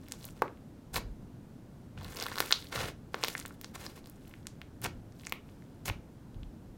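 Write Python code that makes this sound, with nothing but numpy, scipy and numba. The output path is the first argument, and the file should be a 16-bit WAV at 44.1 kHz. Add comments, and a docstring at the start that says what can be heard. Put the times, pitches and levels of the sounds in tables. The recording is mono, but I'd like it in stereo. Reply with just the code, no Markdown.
"""Soft slime pressed, squeezed and peeled on a table by hands, close to one microphone in a small quiet room.
Air pockets burst as damped, mostly up-gliding sines; sticky films tear as swarms of tiny bursts (crackle,
fizz). The table rumbles on jolts: resonant noise. A short noise-built echo tail gives the room, shaped noise
the low hum and a faint hiss that differs between the channels."""
import sys
import numpy as np
from scipy import signal
from scipy.fft import rfft, irfft, next_fast_len
from scipy.io import wavfile
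from scipy.ndimage import uniform_filter1d
from numba import njit

SR = 44100
rng = np.random.default_rng(int(sys.argv[2]) if len(sys.argv) > 2 else 0)


def dump_mix(stems):
    """Bounce the given channels to the path in sys.argv[1] as a 16-bit WAV at rate SR."""
    frames = np.atleast_2d(stems).T  # one column per channel
    limited = np.clip(frames, -1, 1)  # hard clip at full scale
    pcm = np.round(limited * 32767).astype(np.int16)
    wavfile.write(sys.argv[1], SR, pcm)


N = 298557


def undb(db):
    """dB to amplitude ratio."""
    return 10 ** (np.asarray(db) / 20)


def unit(x):
    """Scale to rms 1."""
    return x / np.sqrt(np.mean(x ** 2))


def above(x, cutoff_hz):
    """High-pass: the smaller the burst, the less bass it radiates."""
    return signal.sosfilt(signal.butter(2, cutoff_hz, "high", fs=SR, output="sos"), x)


def colour(x, points):
    """Shape the spectrum by (f/Hz, level/dB) points joined on a log-frequency axis."""
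    point_hz, point_db = np.transpose(points)
    n = next_fast_len(len(x))
    f_hz = np.arange(n // 2 + 1) * SR / n + 1  # +1 avoids log(0)
    response = undb(np.interp(np.log(f_hz), np.log(point_hz), point_db))
    return irfft(rfft(x, n) * response, n)[:len(x)]


@njit
def grains(n, start, f_hz, q, size, glide, rise_cycles):
    """Damped sines swelling over rise_cycles; a venting pocket shrinks, so glide > 0 raises the pitch."""
    out = np.zeros(n + 2048)
    for k in range(len(start)):
        # height of the first swing
        crest = np.exp(-np.pi / (4 * q[k])) * (1 - np.exp(-.25 / rise_cycles))
        i = int(start[k])
        amp = size[k] / crest
        w = 2 * np.pi * f_hz[k] / SR
        phase = w * (1 - (start[k] - i))  # sub-sample onset
        for j in range(1, 2000):
            swell = 1 - np.exp(-phase / (2 * np.pi * rise_cycles))
            out[i + j] += amp * np.sin(phase) * swell
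            phase += w
            amp *= np.exp(-w / (2 * q[k]))
            w = min(w * (1 + glide * w / (2 * np.pi)), 2.6)
            if abs(amp) < abs(size[k]) * .003:
                break
    return out[:n]


def swarm(per_s, pitches, q, spread_db, count):
    """Tiny bursts at random times, pitches and signs, a few louder than the rest; rms 1."""
    gap_draw, kind_draw, size_draw, sign_draw = rng.random((count, 4)).T
    bend = rng.standard_normal(count)
    start = np.cumsum(-np.log(1 - gap_draw)) / per_s * SR
    keep = start < N
    centre_hz, log_spread, share = np.transpose(pitches)
    kind = np.searchsorted(np.cumsum(share) / np.sum(share), kind_draw)
    f_hz = np.clip(centre_hz[kind] * np.exp(log_spread[kind] * bend), 300, 16000)
    excess_db = spread_db * np.minimum(-np.log(1 - size_draw), 5)
    size = undb(excess_db) * np.sign(sign_draw - .5)
    return unit(grains(N, start[keep], f_hz[keep], np.full(keep.sum(), q), size[keep], 0.034, 0.27))


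FIZZ_LEAD = 0.13  # films tear first: fizz peaks this share of the swell earlier


def gains(rows, start_db, end_db):
    """Crackle and fizz gain: movements swell towards the hardest moment, slacken, and are gated at both ends."""
    out, t = np.zeros((2, N)), np.arange(N) / SR
    for start, peak, end, crackle_db, fizz_db in rows:
        gate = np.clip(np.minimum(t - start, end - t) / .006 + .5, 0, 1)  # 6 ms ramps
        fizz_peak = peak - FIZZ_LEAD * (peak - start)
        for k, (crest, db) in enumerate([(peak, crackle_db), (fizz_peak, fizz_db)]):
            swell_db = np.interp(t, [start, crest, end], [start_db, 0, end_db])
            out[k] += gate * undb(db + swell_db)
    return out


def slips(rate_hz, depth_db):
    """The tear sticks and lets go: random levels held 1 / rate_hz and slewed; rms 1."""
    hold = int(SR / rate_hz)
    steps = np.repeat(rng.standard_normal(N // hold + 1), hold)
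    return unit(undb(depth_db * uniform_filter1d(steps, hold)[:N]))


# crackle pitches of the larger strands: f/Hz, spread/log pitch, share/1
STRAND_PITCHES = [(1350, 0.55, .5), (2415, 0.12, .2), (4270, 0.06, .3)]
# fizz pitches of the thinnest films: f/Hz, spread/log pitch, share/1 (relative)
FILM_PITCHES = [(7200, .2, 0.35), (12500, 0.32, 0.69)]


def tearing(gain, per_s, spread_db, slip_db):
    """Larger strands crackle in the middle range, the thinnest films fizz."""
    crackle_gain, fizz_gain = gain * slips(170., slip_db)
    crackle = swarm(per_s, STRAND_PITCHES, 1.0, spread_db, count=60000)
    fizz = swarm(2.8 * per_s, FILM_PITCHES, 1.2, spread_db, count=120000)
    return crackle_gain * crackle + fizz_gain * fizz


# hum spectrum: f/Hz, relative density/dB per Hz
HUM_SPECTRUM = [(12, -30), (20, -3.5), (43, -8), (114, -1), (165, -3.5), (273, -4.5), (393, -14),
                (452, -15.5), (888, -24), (1280, -29.5), (1470, -29), (2120, -36), (15200, -46.5),
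                (16500, -57.5)]
HUM_RMS_DB = -50.5


def hum():
    """Steady low rumble of the building: noise thinning towards the treble."""
    return undb(HUM_RMS_DB) * unit(colour(rng.standard_normal(N), HUM_SPECTRUM))


# hiss spectrum: f/Hz, relative density/dB per Hz
HISS_SPECTRUM = [(1470, -32.5), (2500, -6.5), (5160, -1.5), (13100, -2.5), (15500, -2.5)]
HISS_RMS_DB = -78


def hiss():
    """Steady faint noise, weak in the bass."""
    return undb(HISS_RMS_DB) * unit(colour(rng.standard_normal(N), HISS_SPECTRUM))


# slow kneading movements: start t/s, hardest t/s, end t/s, crackle level/dB, fizz level/dB
KNEAD_MOVES = [(0, .13, 0.23, -61.5, -63.5), (.18, .25, .33, -63, -58.5), (.33, .37, 0.42, -63, -68),
               (1.968, 1.98, 2.08, -53, -70), (2.0, 2.05, 2.12, -57, -64), (2.08, 2.23, 2.344, -44, -51),
               (2.33, 2.414, 2.51, -47, -45.5), (2.5, 2.54, 2.73, -59, -56.5),
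               (3.12, 3.2, 3.25, -54, -62.5), (3.21, 3.29, 3.346, -51, -46.5),
               (3.335, 3.39, 3.44, -57, -53), (3.43, 3.47, 3.56, -65, -62.5), (3.59, 3.63, 3.72, -69, -64),
               (4.03, 4.07, 4.17, -67.5, -68), (4.17, 4.3, 4.42, -68, -67), (5.15, 5.28, 5.3, -70, -61.5),
               (5.44, 5.48, 5.9, -78, -75.5), (6.3, 6.43, 6.3, -68.5, -79.5)]
KNEAD_START_DB, KNEAD_END_DB = -14, -9.5  # re hardest moment


def knead_gains():
    """Crackle and fizz gain of the slow squeezes."""
    return gains(KNEAD_MOVES, KNEAD_START_DB, KNEAD_END_DB)


def knead(gain):
    """Squeezed slime tears its films at a moderate burst rate."""
    return tearing(gain, per_s=2000., spread_db=3.4, slip_db=2.5)


# stray burst pitches: f/Hz, spread/log pitch, share/1
TICK_PITCHES = [(3300, .3, .5), (8500, .35, .5)]
TICKS_PER_S, TICKS_RE_FIZZ_DB = 49, -2.5


def ticks(fizz_gain):
    """Sparse stray bursts that follow the kneading fizz gain."""
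    return undb(TICKS_RE_FIZZ_DB) * fizz_gain * swarm(TICKS_PER_S, TICK_PITCHES, 2.5, 1.3, count=1000)


# echo bands, an octave each: centre f/Hz, decay t60/s, level/dB re dry
ROOM_BANDS = [(326.2, .3, -21), (700, 0.17, -27), (1383, 0.24, -24), (2770, 0.27, -23), (5300, .22, -19),
              (11000, 0.16, -20)]
NEAR_T60_S, NEAR_DB = 0.013, -11  # table and hands scatter at once
WALL_S, WALL_DB = 0.013, -24.5  # the nearest wall answers later
EARLY_SHARE = .55  # tail amplitude before the wall answers


def room(dry):
    """Close scatter, one wall echo, then noise bands that each decay at their own rate."""
    t = np.arange(SR // 2) / SR
    near_fade = np.exp(-np.log(1000) * t / NEAR_T60_S) * np.clip(t / 0.0045, 0, 1)
    near = rng.standard_normal(len(t)) * near_fade
    tail = undb(NEAR_DB) * near / np.sqrt(np.sum(near ** 2))
    tail[int(WALL_S * SR)] += undb(WALL_DB)
    build = np.where(t < WALL_S, EARLY_SHARE * np.clip(t / .003, 0, 1), 1)
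    for f_hz, t60_s, db in ROOM_BANDS:
        edges_hz = [f_hz / np.sqrt(2), f_hz * np.sqrt(2)]
        octave = signal.butter(2, edges_hz, "band", fs=SR, output="sos")
        band = signal.sosfilt(octave, rng.standard_normal(len(t)))
        echo = unit(band) * np.exp(-np.log(1000) * t / t60_s) * build
        tail = tail + undb(db) * echo / np.sqrt(np.sum(echo ** 2))
    return signal.fftconvolve(dry, tail)[:N]


# bursting air pockets: t/s, hollow level/dB, hollow f/Hz, pocket level/dB, pocket f/Hz,
# film level/dB, sharpness Q/1 (hollow and pocket)
POP_EVENTS = [(.0849, -44.5, 2100, -43, 5000, -36, 3.3), (.1125, -50, 4000, -38, 7500, -50, 2),
              (.1214, -31, 4440, -17, 7160, -44, 1.5), (0.1384, -47, 990, -46, 3400, -55, 4.4),
              (0.2435, -46, 580, -34, 3920, -41, 2.6), (.253, -60, 1100, -45, 4000, -22, 1.5),
              (.2664, -56, 1900, -47, 3800, -56, 2.8), (0.288, -45.5, 1300, -43.5, 2620, -60, 3.8),
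              (.307, -57, 3950, -38.5, 7700, -55, 2), (0.4209, -8, 960, -25, 3300, -22.5, 1.25),
              (0.4233, -20.5, 960, -34, 2420, -48, 6.4), (0.48, -52, 970, -37, 2100, -66, 1.9),
              (.573, -55, 929, -48.5, 2104, -72, 1.35), (.959, -45, 1500, -22, 4000, -19, 5),
              (0.9635, -21, 1110, -18.5, 2100, -28, 1.5), (.9808, -26.5, 955, -46, 3300, -48, 3.6),
              (1.9772, -39, 1550, -41, 2550, -60, 4.5), (2.0231, -53, 1010, -44, 4050, -66, 2.9),
              (2.031, -45, 675, -44, 4500, -39, 3.9), (2.0462, -53, 1800, -33, 3930, -32, 3.4),
              (2.123, -48, 3700, -40, 6700, -50, 3), (2.1473, -43, 2200, -33, 8300, -45, 2.3),
              (2.1602, -59, 1200, -38, 2800, -27, 2.8), (2.1702, -56, 1000, -27.5, 4900, -22.5, 3.7),
              (2.2, -34, 1600, -22, 5000, -38, 2.2), (2.2109, -27.5, 2880, -30, 7200, -45, 3.2),
              (2.2187, -30, 1610, -31, 3200, -48, 2.4), (2.2253, -47, 1900, -20.5, 4760, -18.5, 3.4),
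              (2.2382, -44, 1800, -29, 4100, -25, 4.7), (2.259, -27, 1100, -36, 9000, -52, 1.6),
              (2.2654, -26, 1210, -26, 3500, -26, 3.4), (2.2845, -31, 1800, -44, 3297, -27.5, 5),
              (2.3169, -30.5, 1000, -33.5, 3970, -41, 3.2), (2.322, -30, 1580, -46.5, 3300, -66, 4.1),
              (2.3302, -41, 1100, -36, 4100, -51, 2.8), (2.357, -29, 1400, -26.5, 4000, -25, 2.4),
              (2.368, -31, 1100, -32, 4700, -54, 2.3), (2.3779, -25, 1190, -29, 3300, -41, 2.7),
              (2.3835, -22.5, 1600, -21, 4200, -22, 3.7), (2.404, -10.5, 1250, -8, 3700, -7.5, 0.99),
              (2.4247, -25.5, 1640, -38.5, 3300, -47, 2.2), (2.4609, -61, 1200, -37, 3650, -24, 3),
              (2.4886, -45, 4000, -39, 7100, -45, 2.5), (2.5086, -17.5, 1650, -19, 3300, -25, 2.4),
              (2.5164, -20.5, 1570, -43, 3300, -16, 2.5), (2.525, -16.5, 1300, -3, 3920, -41, 3.1),
              (2.5282, -51, 1900, -18.5, 6200, -36, 3.1), (2.625, -58, 1200, -33.5, 3770, -41, 2.5),
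              (2.6443, -45.5, 1700, -42, 3600, -39, 3.5), (2.67, -66, 624, -38.5, 4190, -69, 3.7),
              (2.726, -29.5, 1470, -31, 3200, -45, 3.7), (2.7592, -35, 1200, -22, 3930, -35, 2.8),
              (2.7777, -29, 1230, -39, 3320, -53, 7.4), (3.1353, -66, 510, -53, 4870, -43, 3.8),
              (3.1441, -14.5, 1250, -20, 2600, -39, 0.75), (3.152, -51, 1511, -54, 2300, -36, 3.1),
              (3.187, -50, 1300, -55, 6100, -45, 3.7), (3.1995, -51, 4000, -47, 6600, -60, 1.9),
              (3.2155, -43, 1300, -49, 3300, -48, 1.6), (3.2254, -41, 1200, -34, 2300, -56, 2.2),
              (3.2313, -38, 1700, -25, 2240, -47, 2.1), (3.2377, -14, 1080, -7.5, 4070, -19, 1.2),
              (3.2466, -23, 1200, -15, 2200, -20.5, 0.99), (3.253, -40, 970, -31, 4900, -40, 4.9),
              (3.2728, -57, 1200, -25, 4300, -40, 1.9), (3.2835, -23.5, 990, -13.5, 3330, -16.5, 0.74),
              (3.3015, -68, 1640, -34, 4800, -33, 3.6), (3.3517, -20, 1830, -46, 3370, -38, 3.9),
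              (3.37, -48, 1900, -37, 7900, -50, 2.1), (3.3791, -37, 4050, -27, 7350, -47, 2.3),
              (3.393, -38, 1080, -37, 2690, -28, 1.9), (3.3995, -51, 1610, -22, 7800, -37, 1.9),
              (3.4531, -26.5, 1530, -47, 3310, -72, 1.35), (3.4605, -31, 4030, -27, 8300, -29, 2.6),
              (3.48, -67, 1700, -58, 5960, -32.5, 5.4), (3.5078, -38, 1300, -62, 3270, -66, 3.1),
              (3.6133, -57.5, 1610, -28, 6300, -23, 0.62), (3.6449, -32, 1620, -23.5, 4320, -43, 0.94),
              (3.7557, -34, 2090, -34, 7000, -55, 3.5), (3.7599, -34, 1090, -53, 3300, -48, 2.1),
              (3.8648, -39.5, 1180, -30, 4870, -48, 6.1), (4.0426, -53.5, 670, -46.5, 4060, -71, 3.2),
              (4.059, -37.5, 4060, -38.5, 7499, -55, 1.7), (4.072, -53, 1100, -44.5, 4830, -37.5, 3.9),
              (4.0983, -64, 970, -56, 4050, -32, 3.9), (4.1597, -61, 4000, -49, 8000, -55.5, 2.1),
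              (4.2746, -69.5, 1200, -46.5, 2700, -61, 1.7), (4.2948, -64.5, 990, -61.5, 5352, -39.5, 4.5),
              (4.313, -63, 810, -49, 2900, -54, 2.2), (4.339, -44, 1800, -36.5, 2100, -49, 1.8),
              (4.4297, -70, 1192, -53, 3900, -68, 2.1), (4.4565, -70, 1197, -45.5, 1610, -61, 1.7),
              (4.4696, -34, 4050, -21, 7160, -38, 1.25), (4.6163, -43, 1700, -28.5, 2327, -39, 1.1),
              (4.817, -57, 1194, -49, 5000, -25, 4.3), (4.8437, -49, 510, -28.5, 4930, -32, 5.4),
              (4.8494, -28.5, 840, -24.5, 2280, -38, 3.3), (4.8594, -28, 810, -25.5, 2510, -44, 4.3),
              (4.865, -28.5, 1400, -32.5, 7200, -50, 3.7), (5.123, -52, 2100, -46, 5200, -63.5, 1.5),
              (5.1975, -50, 1600, -37.5, 3700, -60.5, 1), (5.2103, -50, 1600, -46, 3200, -61, 3.5),
              (5.2353, -61, 1200, -41.5, 2190, -45, 2.3), (5.2516, -57, 860, -36, 4930, -51, 2.8),
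              (5.2692, -26, 2210, -23.5, 6640, -40, 3), (5.2958, -56, 1100, -38, 4600, -26.5, 4.3),
              (5.3234, -20, 1220, -15.5, 2220, -16.5, 2.1), (5.49, -54.5, 690.4, -47, 2600, -75, 1.5),
              (5.6228, -45.5, 1900, -59.5, 3320, -67.5, 2.5), (5.856, -41.5, 860, -36, 5500, -27.5, 2.1),
              (5.8815, -30, 1000, -25, 2400, -23, 3.4), (5.8987, -25.5, 878, -21, 2450, -64, 3.1),
              (6.345, -62.5, 620, -48.5, 3200, -75, 1.8), (6.4326, -63, 980, -42, 3181, -82, 3.51)]
FILM_HZ, FILM_Q = 13200., 2.0


def pops():
    """Each burst rings the hollow under the finger and the pocket for a few cycles, and its film snaps."""
    t_s, hollow_db, hollow_hz, pocket_db, pocket_hz, film_db, q = np.transpose(POP_EVENTS) * 1.
    start = t_s * SR
    film_hz, film_q = np.full(len(t_s), FILM_HZ), np.full(len(t_s), FILM_Q)
    hollow = grains(N, start, hollow_hz, q, undb(hollow_db), .02, 0.19)
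    pocket = grains(N, start, pocket_hz, q, undb(pocket_db), 0.0067, 0.37)
    film = grains(N, start, film_hz, film_q, undb(film_db), 0., 0.2)
    return hollow + above(pocket, 780.0) + above(film, 5000.)


# skin peeling off in tugs: start t/s, hardest t/s, end t/s, crackle level/dB, fizz level/dB
PEEL_TUGS = [(.932, .945, 0.95, -40, -34.5), (.945, .963, 0.98, -31, -34), (.968, .98, .995, -39.5, -44.5),
             (2.705, 2.727, 2.787, -38.5, -52), (2.735, 2.76, 2.803, -44, -47),
             (2.75, 2.8, 2.864, -34.5, -46.5), (2.8, 2.84, 2.9, -41, -51),
             (2.85, 2.886, 2.92, -42.5, -50.5), (3.735, 3.757, 3.765, -40.5, -46),
             (3.76, 3.815, 3.87, -47, -51.5), (3.83, 3.866, 3.873, -45, -51.5), (3.86, 3.9, 3.95, -55, -59),
             (3.94, 3.964, 4.006, -52.5, -55), (4.814, 4.824, 4.834, -45, -48.5),
             (4.825, 4.846, 4.86, -39, -36.5), (4.845, 4.862, 4.867, -37, -51),
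             (5.851, 5.859, 5.87, -44, -40.5), (5.86, 5.879, 5.886, -39, -38),
             (5.88, 5.897, 5.897, -33, -39)]
PEEL_START_DB, PEEL_END_DB = -20.5, -18.5  # re hardest moment


def peel():
    """Skin peels off the slime in short tugs: a dense tearing."""
    return tearing(gains(PEEL_TUGS, PEEL_START_DB, PEEL_END_DB), per_s=3500., spread_db=2.8, slip_db=2.5)


# jolts of the table: t/s, sway level/dB, top level/dB
TABLE_JOLTS = [(.96, -37.5, -40), (1.062, -47, -52), (1.974, -57, -42), (2.064, -58, -50),
               (2.774, -49, -44), (2.85, -54, -43), (4.858, -60, -40.5), (4.968, -51, -53.5),
               (5.9, -41.5, -38), (6.368, -45, -49), (6.42, -43, -51.5), (6.698, -49, -62)]
SWAY_HZ, SWAY_WIDTH_HZ, SWAY_FALL_DB_S = 42, 24, 120
TOP_HZ, TOP_WIDTH_HZ, TOP_FALL_DB_S = 100, 110, 160
JOLT_RISE_DB_S = 300.5


def table():
    """Each jolt rocks the legs (sway) and bends the top: resonant noise that rises, then dies away."""
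    out, t = 0, np.arange(N) / SR
    jolt_s, sway_db, top_db = np.transpose(TABLE_JOLTS)
    modes = [(sway_db, SWAY_HZ, SWAY_WIDTH_HZ, SWAY_FALL_DB_S), (top_db, TOP_HZ, TOP_WIDTH_HZ, TOP_FALL_DB_S)]
    for levels_db, f_hz, width_hz, fall_db_s in modes:
        gain = np.zeros(N)
        for at, db in zip(jolt_s, levels_db):
            drop_db = np.where(t < at, JOLT_RISE_DB_S * (at - t), fall_db_s * (t - at))
            gain += undb(db - drop_db)
        push = rng.standard_normal(N)
        for _ in range(2):
            push = signal.lfilter(*signal.iirpeak(f_hz, f_hz / width_hz, SR), push)
        out = out + gain * unit(push)
    return out


def scene():
    """Slime with its room echo, table and hum in both channels; hiss in opposite polarity."""
    knead_gain = knead_gains()
    slime = above(knead(knead_gain) + ticks(knead_gain[1]) + pops() + peel(), 240.)
    mid = slime + room(slime) + table() + hum()
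    # one microphone feeds both channels; only a faint steady hiss differs
    side = hiss()
    return np.array([mid + side, mid - side])


def record(dry):
    """The recorder cuts the top: steep low-pass at 16.1 kHz."""
    return signal.sosfilt(signal.ellip(8, .2, 70, 16100, fs=SR, output="sos"), dry)


dry = scene()
out = record(dry)
dump_mix(out)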